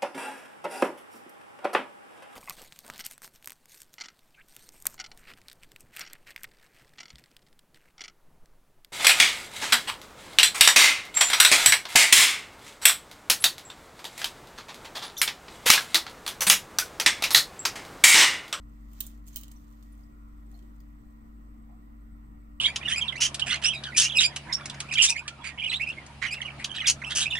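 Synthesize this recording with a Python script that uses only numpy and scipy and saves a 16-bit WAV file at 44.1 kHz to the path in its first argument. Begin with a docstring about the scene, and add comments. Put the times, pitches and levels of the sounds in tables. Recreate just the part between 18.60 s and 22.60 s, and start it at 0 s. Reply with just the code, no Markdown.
"""A quiet room, close to the microphone: gloved hands turn a steel watch over a bed of appliance hum
and fan noise. The loose bracelet swings and its clasp clacks twice, with smaller link clicks after each
clack; then the band is pulled straight with a few faint ticks. Each hit is a chatter of steel contacts
that rings the links and, when hard, the clasp. Around the hits, links scrape and sing, cotton rubs
and the hands make soft bumps, all with quick desk reflections and a short room tail."""
import sys
import numpy as np
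from scipy import signal
from scipy.fft import rfft, irfft
from scipy.io import wavfile
from scipy.ndimage import uniform_filter1d

SR = 44100
rng = np.random.default_rng(int(sys.argv[2]) if len(sys.argv) > 2 else 0)


def file_out(sig):
    """Save sig as 16-bit WAV at sys.argv[1]."""
    # one column per channel
    cols = np.atleast_2d(sig).T
    # limit, then scale
    lim = np.clip(cols, -1, 1)
    pcm = np.round(lim * 32767).astype(np.int16)
    wavfile.write(sys.argv[1], SR, pcm)


N = 176400

# tone of the fan noise and microphone hiss: freq_hz, relative_db
AIR_EQ = [(28, -75), (40, -82), (53, -71.5), (80, -80.5), (105, -86), (290, -86.5), (400, -94), (620, -99),
          (740, -95), (870, -99), (1000, -92), (1170, -93.5), (1420, -99), (1600, -109), (1920, -101),
          (2400, -110), (3200, -116), (5500, -122), (7800, -121), (8600, -126), (11000, -127),
          (12400, -117), (15600, -116), (16100, -140)]
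# stereo width of the air: freq_hz, left_right_correlation
AIR_CORRELATION = [(60, 0.9), (200, 1), (350, -0.083), (520, -0.5), (1100, -0.79), (1600, -0.18),
                   (6000, -0.09)]
# stereo lean of the air: freq_hz, left_minus_right_db
AIR_PAN = [(200, 5), (700, -1), (15000, -3)]
# swells of the deep drone: time_s, level_db
DRONE_LEVELS = [(0, -47), (.6, -46), (1.15, -50), (1.39, -45.5), (1.48, -50.5), (1.9, -45.5), (2.62, -52),
                (2.83, -47), (3.2, -50.5), (3.42, -47), (4, -48.5)]
# appliance tones: pitch_hz, level_db, waver_share, left_minus_right_db, left_lead_rad
HUM_TONES = [(117.55, -66.5, 0.21, -3.5, 0.81), (150, -72.5, 0.59, -3.5, 0.5),
             (224.8, -58, 0.24, 1.5, 0.45), (293.7, -61, 0.18, -0.5, -1.11), (588, -84.5, 0.83, -14, 2.1)]
# thin whines: pitch_hz, width_hz, level_db
WHINES = [(1905, 26, -81), (8040, 41, -84.5)]
# length of the room tail: freq_hz, t60_s
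ROOM_DECAY = [(500, 0.41), (8000, 0.18), (15000, .16)]
# dull handling bumps: start_s, pitch_hz, width_hz, level_db, swell_s
BUMPS = [(1.5, 1350, 110, -74.5, .12), (1.925, 715, 45, -66, .016), (2.015, 310, 60, -60, .016),
         (3.09, 840, 170, -61, .006), (3.104, 740, 40, -64, .012)]
# fader ride of the gloves on the band: time_s, level_db
GLOVE_LEVELS = [(0, -84), (0.28, -78), (0.4, -64), (0.53, -69.5), (0.61, -84), (0.74, -63), (0.9, -72.5),
                (1.22, -76), (1.38, -74.5), (1.55, -83.5), (1.87, -82.5), (1.95, -72), (2.08, -81),
                (2.6, -85), (4, -97)]
# tone of rubbing cotton: freq_hz, relative_db
COTTON_EQ = [(300, -1.5), (2500, -2), (4000, -1), (7000, -3), (10500, -16.5), (14500, 2.5), (16000, -24)]
# tone of steel on steel: freq_hz, relative_db
STEEL_EQ = [(300, -8.5), (1500, -20), (2400, -12), (3000, -4.5), (5100, -5), (6500, 3), (8300, 3),
            (10500, -3), (12700, 1), (15500, 2), (16300, -26)]
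# links sliding over each other: centre_s, fade_s, level_db
SLIDES = [(0.342, 0.016, -68), (0.438, .006, -54), (0.68, 0.0059, -47), (0.785, 0.011, -56)]
# single links that sing briefly: start_s, pitch_hz, level_db, swell_s
PINGS = [(0.45, 3460, -58, 0.0055), (0.726, 6430, -57.5, 0.0054), (0.959, 5900, -61, 0.006),
         (1.325, 9610, -55.5, 0.0018), (1.435, 5030, -65, 0.0028), (1.94, 4230, -62.5, 0.0066),
         (2.201, 4780, -62.5, 0.0017)]
# resonances of the links: offset_from_ring_hz, relative_db, t60_s
LINK_MODES = [(-480, 4, 0.0048), (-32, -22, 0.017), (389, 12.5, 0.0074)]
# resonances of the clasp: pitch_hz, relative_db, t60_s
CLASP_MODES = [(2880, -7, .022), (3130, -5.5, .028), (3480, -11, .025), (4050, -3, .033), (4550, -12, .02),
               (6970, -12, .025), (8300, -12, .025)]
# link and clasp hits: start_s, strength_db, body_gain_db, ring_gain_db, chatter_decay_s, ring_hz
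HITS = [(0.333, -57, 5.5, 5, 0.0015, 14600), (0.4047, -34, -3.5, 11.5, 0.0012, 13950),
        (0.4071, -32.5, 0.5, 5, 0.0019, 14500), (0.4125, -46, -1, 0, .0024, 14000),
        (0.4662, -41.5, -12, -7, 0.002, 14200), (0.4728, -49, -19, -4, 0.002, 14200),
        (0.669, -56, 2, -10, .0012, 14000), (0.7596, -32.5, 2.5, 3.5, 0.0015, 14350),
        (0.7647, -42.5, -1, 8, 0.0015, 14700), (0.7694, -39.5, 2, 7, 0.0017, 15000),
        (0.812, -45.5, -4, 2, 0.0013, 14700), (0.834, -44.5, 6.5, -9, 0.0016, 14500),
        (0.8428, -54, 11, -4, 0.0012, 14700), (0.8816, -47, 3, -12, 0.00074, 14700),
        (0.9145, -53.5, 15, 2, 0.00082, 14500), (0.9171, -48.5, -2, -8, 0.0013, 14400),
        (1.226, -64, 7.5, -22, 0.0045, 14500), (1.915, -59, 0, -13, 0.00096, 14600),
        (1.991, -69.5, 20.5, -10, 0.0018, 14400), (2.026, -73, 22, -16, 0.0014, 14500),
        (2.2048, -67.5, 9, 9, 0.0022, 14400)]


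def amp(db):
    return 10 ** (np.asarray(db) / 20)


def unit_rms(x):
    return x / np.sqrt(np.mean(abs(x) ** 2) + 1e-30)


def match_energy(sound, envelope, axis=None):
    """Gives a sound the energy of an envelope: in total, or per channel with axis=1."""
    return sound * np.linalg.norm(envelope) / np.linalg.norm(sound, axis=axis, keepdims=True)


def curve_at(points, hz):
    """Reads a curve along a log frequency axis."""
    point_hz, value = np.transpose(points)
    return np.interp(np.log(hz + 1), np.log(point_hz + 1), value)


def pan(left_minus_right_db):
    """Left and right gains of constant power."""
    return unit_rms(amp(np.array([[0.5], [-0.5]]) * left_minus_right_db))


def place(mix, start_s, sound):
    part = mix[:, max(round(start_s * SR), 0):][:, :sound.shape[-1]]
    part += sound[..., :part.shape[1]]


def colour(x, eq):
    """Applies an EQ curve and brings the result to unit RMS."""
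    hz = np.fft.rfftfreq(x.shape[-1], 1 / SR)
    return unit_rms(irfft(rfft(x) * amp(curve_at(eq, hz)), x.shape[-1]))


def causal_eq(x, gain_db):
    """Minimum-phase EQ from gains on an even frequency grid; keeps attacks free of pre-ring."""
    log_gain = np.log(amp(np.r_[gain_db, gain_db[-2:0:-1]]))
    taps = np.fft.ifft(np.exp(np.conj(signal.hilbert(log_gain)))).real
    return signal.fftconvolve(x, taps[None], axes=1)[:, :x.shape[1]]


def noise_band(pitch_hz, width_hz):
    """Stereo noise in one resonance."""
    offset = (np.fft.rfftfreq(N, 1 / SR) - pitch_hz) / width_hz
    return unit_rms(irfft(rfft(rng.standard_normal((2, N))) / (1 + (1.3 * offset) ** 2), N))


def room_air(level_db=-55.5, flicker_db=1.47):
    """Steady fan noise over microphone hiss, flickering slightly in patches of the spectrum."""
    frames, hz = N // 512 + 5, np.fft.rfftfreq(2048, 1 / SR)
    left_re, left_im, apart_re, apart_im, patches = rng.standard_normal((5, frames, len(hz)))
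    patches = uniform_filter1d(patches, size=6, axis=0)
    patches = unit_rms(uniform_filter1d(patches, size=14, axis=1))
    correlation, lean_db = curve_at(AIR_CORRELATION, hz), curve_at(AIR_PAN, hz) / 2
    left = left_re + 1j * left_im
    right = correlation * left + np.sqrt(1 - correlation ** 2) * (apart_re + 1j * apart_im)
    spectra = np.array([left * amp(lean_db), right * amp(-lean_db)])
    spectra *= amp(curve_at(AIR_EQ, hz) + flicker_db * patches)
    air = signal.istft(spectra.transpose(0, 2, 1), nperseg=2048, noverlap=1536)[1][:, :N]
    return amp(level_db) * unit_rms(air)


def appliance_hum(drone_hz=50.42, waver_hz=10):
    """Appliances lay down a deep swelling drone, wavering tones and thin whines."""
    t, hz = np.arange(N) / SR, np.fft.fftfreq(N, 1 / SR)
    swell = np.sqrt(2) * amp(np.interp(t, *np.transpose(DRONE_LEVELS)))
    out = swell * pan(1.0) * np.sin(2 * np.pi * (drone_hz * t + rng.random()))
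    for pitch_hz, level_db, waver, pan_db, lead_rad in HUM_TONES:
        drift = unit_rms(np.fft.ifft(np.exp(2j * np.pi * rng.random(N)) / (1 + (hz / waver_hz) ** 2)))
        tone = (1 + waver * drift) * np.exp(2j * np.pi * (pitch_hz * t + rng.random()))
        stereo = np.array([tone * np.exp(1j * lead_rad), tone]).real
        out += np.sqrt(2) * amp(level_db) * pan(pan_db) * stereo
    return out + sum(amp(db) * noise_band(pitch_hz, width_hz) for pitch_hz, width_hz, db in WHINES)


def small_room(dry, desk_db=-6.5, desk_decay_s=0.0038, tail_db=-8.5, size=16384):
    """Adds quick reflections from the desk and hands, then the short tail of a small room."""
    t = np.arange(size) / SR
    # sparse echoes after a 2 ms pre-delay
    early, late = rng.standard_normal((2, 2, size)) * (rng.random((2, 2, size)) < .15) * (t > .002)
    desk = unit_rms(early * np.exp(-t / desk_decay_s))
    hz, frame_s, spectra = signal.stft(late, SR, nperseg=256)
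    spectra *= amp(-60 * frame_s / curve_at(ROOM_DECAY, hz)[:, None])
    tail = unit_rms(signal.istft(spectra, SR, nperseg=256)[1][:, :size])
    response = (amp(desk_db) * desk + amp(tail_db) * tail) / np.sqrt(size)
    return dry + signal.fftconvolve(dry, response, axes=1)[:, :N]


def handling_bumps(pan_db=-2):
    """Soft bumps and rubs of the hands: muffled bands of noise that swell and fade."""
    out, t = np.zeros((2, N)), np.arange(N) / SR
    for start_s, pitch_hz, width_hz, level_db, swell_s in BUMPS:
        swell = t / swell_s * np.exp(1 - t / swell_s)
        bump = match_energy(noise_band(pitch_hz, width_hz) * swell, swell, axis=1)
        place(out, start_s, amp(level_db) * pan(pan_db) * bump)
    return out


def band_friction(steel_grain=1.3, cotton_grain=0.9, ticks_per_s=200, jiggle_db=-3, pan_db=-3):
    """Grainy scrapes of steel links, the soft rub of gloves and tiny ticks of the links they jiggle."""
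    t = np.arange(N) / SR
    clumps = np.tanh(unit_rms(uniform_filter1d(rng.standard_normal(N), size=60)))
    scrape, rub, tick = rng.standard_normal((3, 2, N))
    slide_level = sum(amp(db) * np.exp(-abs(t - centre_s) / fade_s) for centre_s, fade_s, db in SLIDES)
    glove_level = amp(np.interp(t, *np.transpose(GLOVE_LEVELS)))
    steel = colour(scrape * np.exp(steel_grain * clumps), STEEL_EQ)
    cotton = colour(rub * np.exp(cotton_grain * clumps), COTTON_EQ)
    contacts = (rng.random(N) < ticks_per_s / SR) * amp(12 * rng.random(N))  # spread over 12 dB
    jiggle = amp(jiggle_db) * colour(tick * uniform_filter1d(contacts, size=24), STEEL_EQ)
    return pan(pan_db) * (slide_level * steel + glove_level * (cotton + jiggle))


def link_pings(width_hz=130, pan_db=-2, size=4000):
    """A link slips on its pin and scrapes roughly around one note."""
    out, t = np.zeros((2, N)), np.arange(size) / SR
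    for start_s, pitch_hz, level_db, swell_s in PINGS:
        swell = (t / swell_s) ** 2 * np.exp(2 - 2 * t / swell_s)
        ping = match_energy(noise_band(pitch_hz, width_hz)[:, :size] * swell, swell)
        place(out, start_s, amp(level_db) * pan(pan_db) * ping)
    return out


def steel_ring(modes, t, detune=.025):
    """Struck steel rings out, a little detuned on each hit, with its own phase at each microphone."""
    out = np.zeros((2, len(t)))
    for pitch_hz, level_db, t60_s in modes:
        cycles = pitch_hz * (1 + detune * rng.standard_normal()) * t + rng.random((2, 1))
        out += amp(level_db - 60 * t / t60_s) * np.sin(2 * np.pi * cycles)
    return out


def bracelet_clacks(steel_db=8, clasp_db=-5, links_db=4, full_hit_db=-40, size=6000):
    """Each hit is a short chatter of tiny contacts that rings the links; hard hits ring the clasp too."""
    attack_s, grain, body_hz, body_pan_db = 0.00028, 0.5, 5300, -2.5
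    out, t, hz = np.zeros((2, N)), np.arange(size) / SR, np.fft.rfftfreq(1024, 1 / SR)
    attack = 1 - np.exp(-(t / attack_s) ** 2)
    for start_s, strength_db, body_gain_db, ring_gain_db, decay_s, ring_hz in HITS:
        decay = np.exp(-t / decay_s)
        envelope = attack * decay
        grit = rng.standard_normal((2, size)) * np.exp(grain * np.tanh(rng.standard_normal(size)))
        chatter = match_energy(grit * envelope, envelope, axis=1)
        link_ring = steel_ring(np.add(LINK_MODES, [ring_hz, 0, 0]), t)
        links = signal.fftconvolve(chatter * decay, link_ring, axes=1)[:, :size]
        links = amp(links_db + ring_gain_db) * match_energy(links, envelope, axis=1)
        link_pan_db = -7.5 - 0.82 * max(ring_gain_db, 0)  # links facing the right mic ring loudest
        light_hit_db = 1.2 * min(strength_db - full_hit_db, 0)  # light hits barely wake the clasp
        clasp = amp(clasp_db + light_hit_db) * attack * steel_ring(CLASP_MODES, t)
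        click = amp(steel_db) * causal_eq(chatter, curve_at(STEEL_EQ, hz))
        body = causal_eq(click + clasp, body_gain_db / (1 + (hz / body_hz) ** 6))  # low shelf
        place(out, start_s, amp(strength_db) * (pan(body_pan_db) * body + pan(link_pan_db) * links))
    return out


def scene():
    """The watch foley in its room, over the bed of hum and air."""
    foley = bracelet_clacks() + link_pings() + band_friction() + handling_bumps()
    return small_room(foley) + appliance_hum() + room_air()


def record(dry):
    """A steep high cut at 16.2 kHz."""
    high_cut = signal.firwin(255, 16200, window=("kaiser", 9), fs=SR)
    return signal.oaconvolve(dry, high_cut[None], "same")


dry = scene()
out = record(dry)
file_out(out)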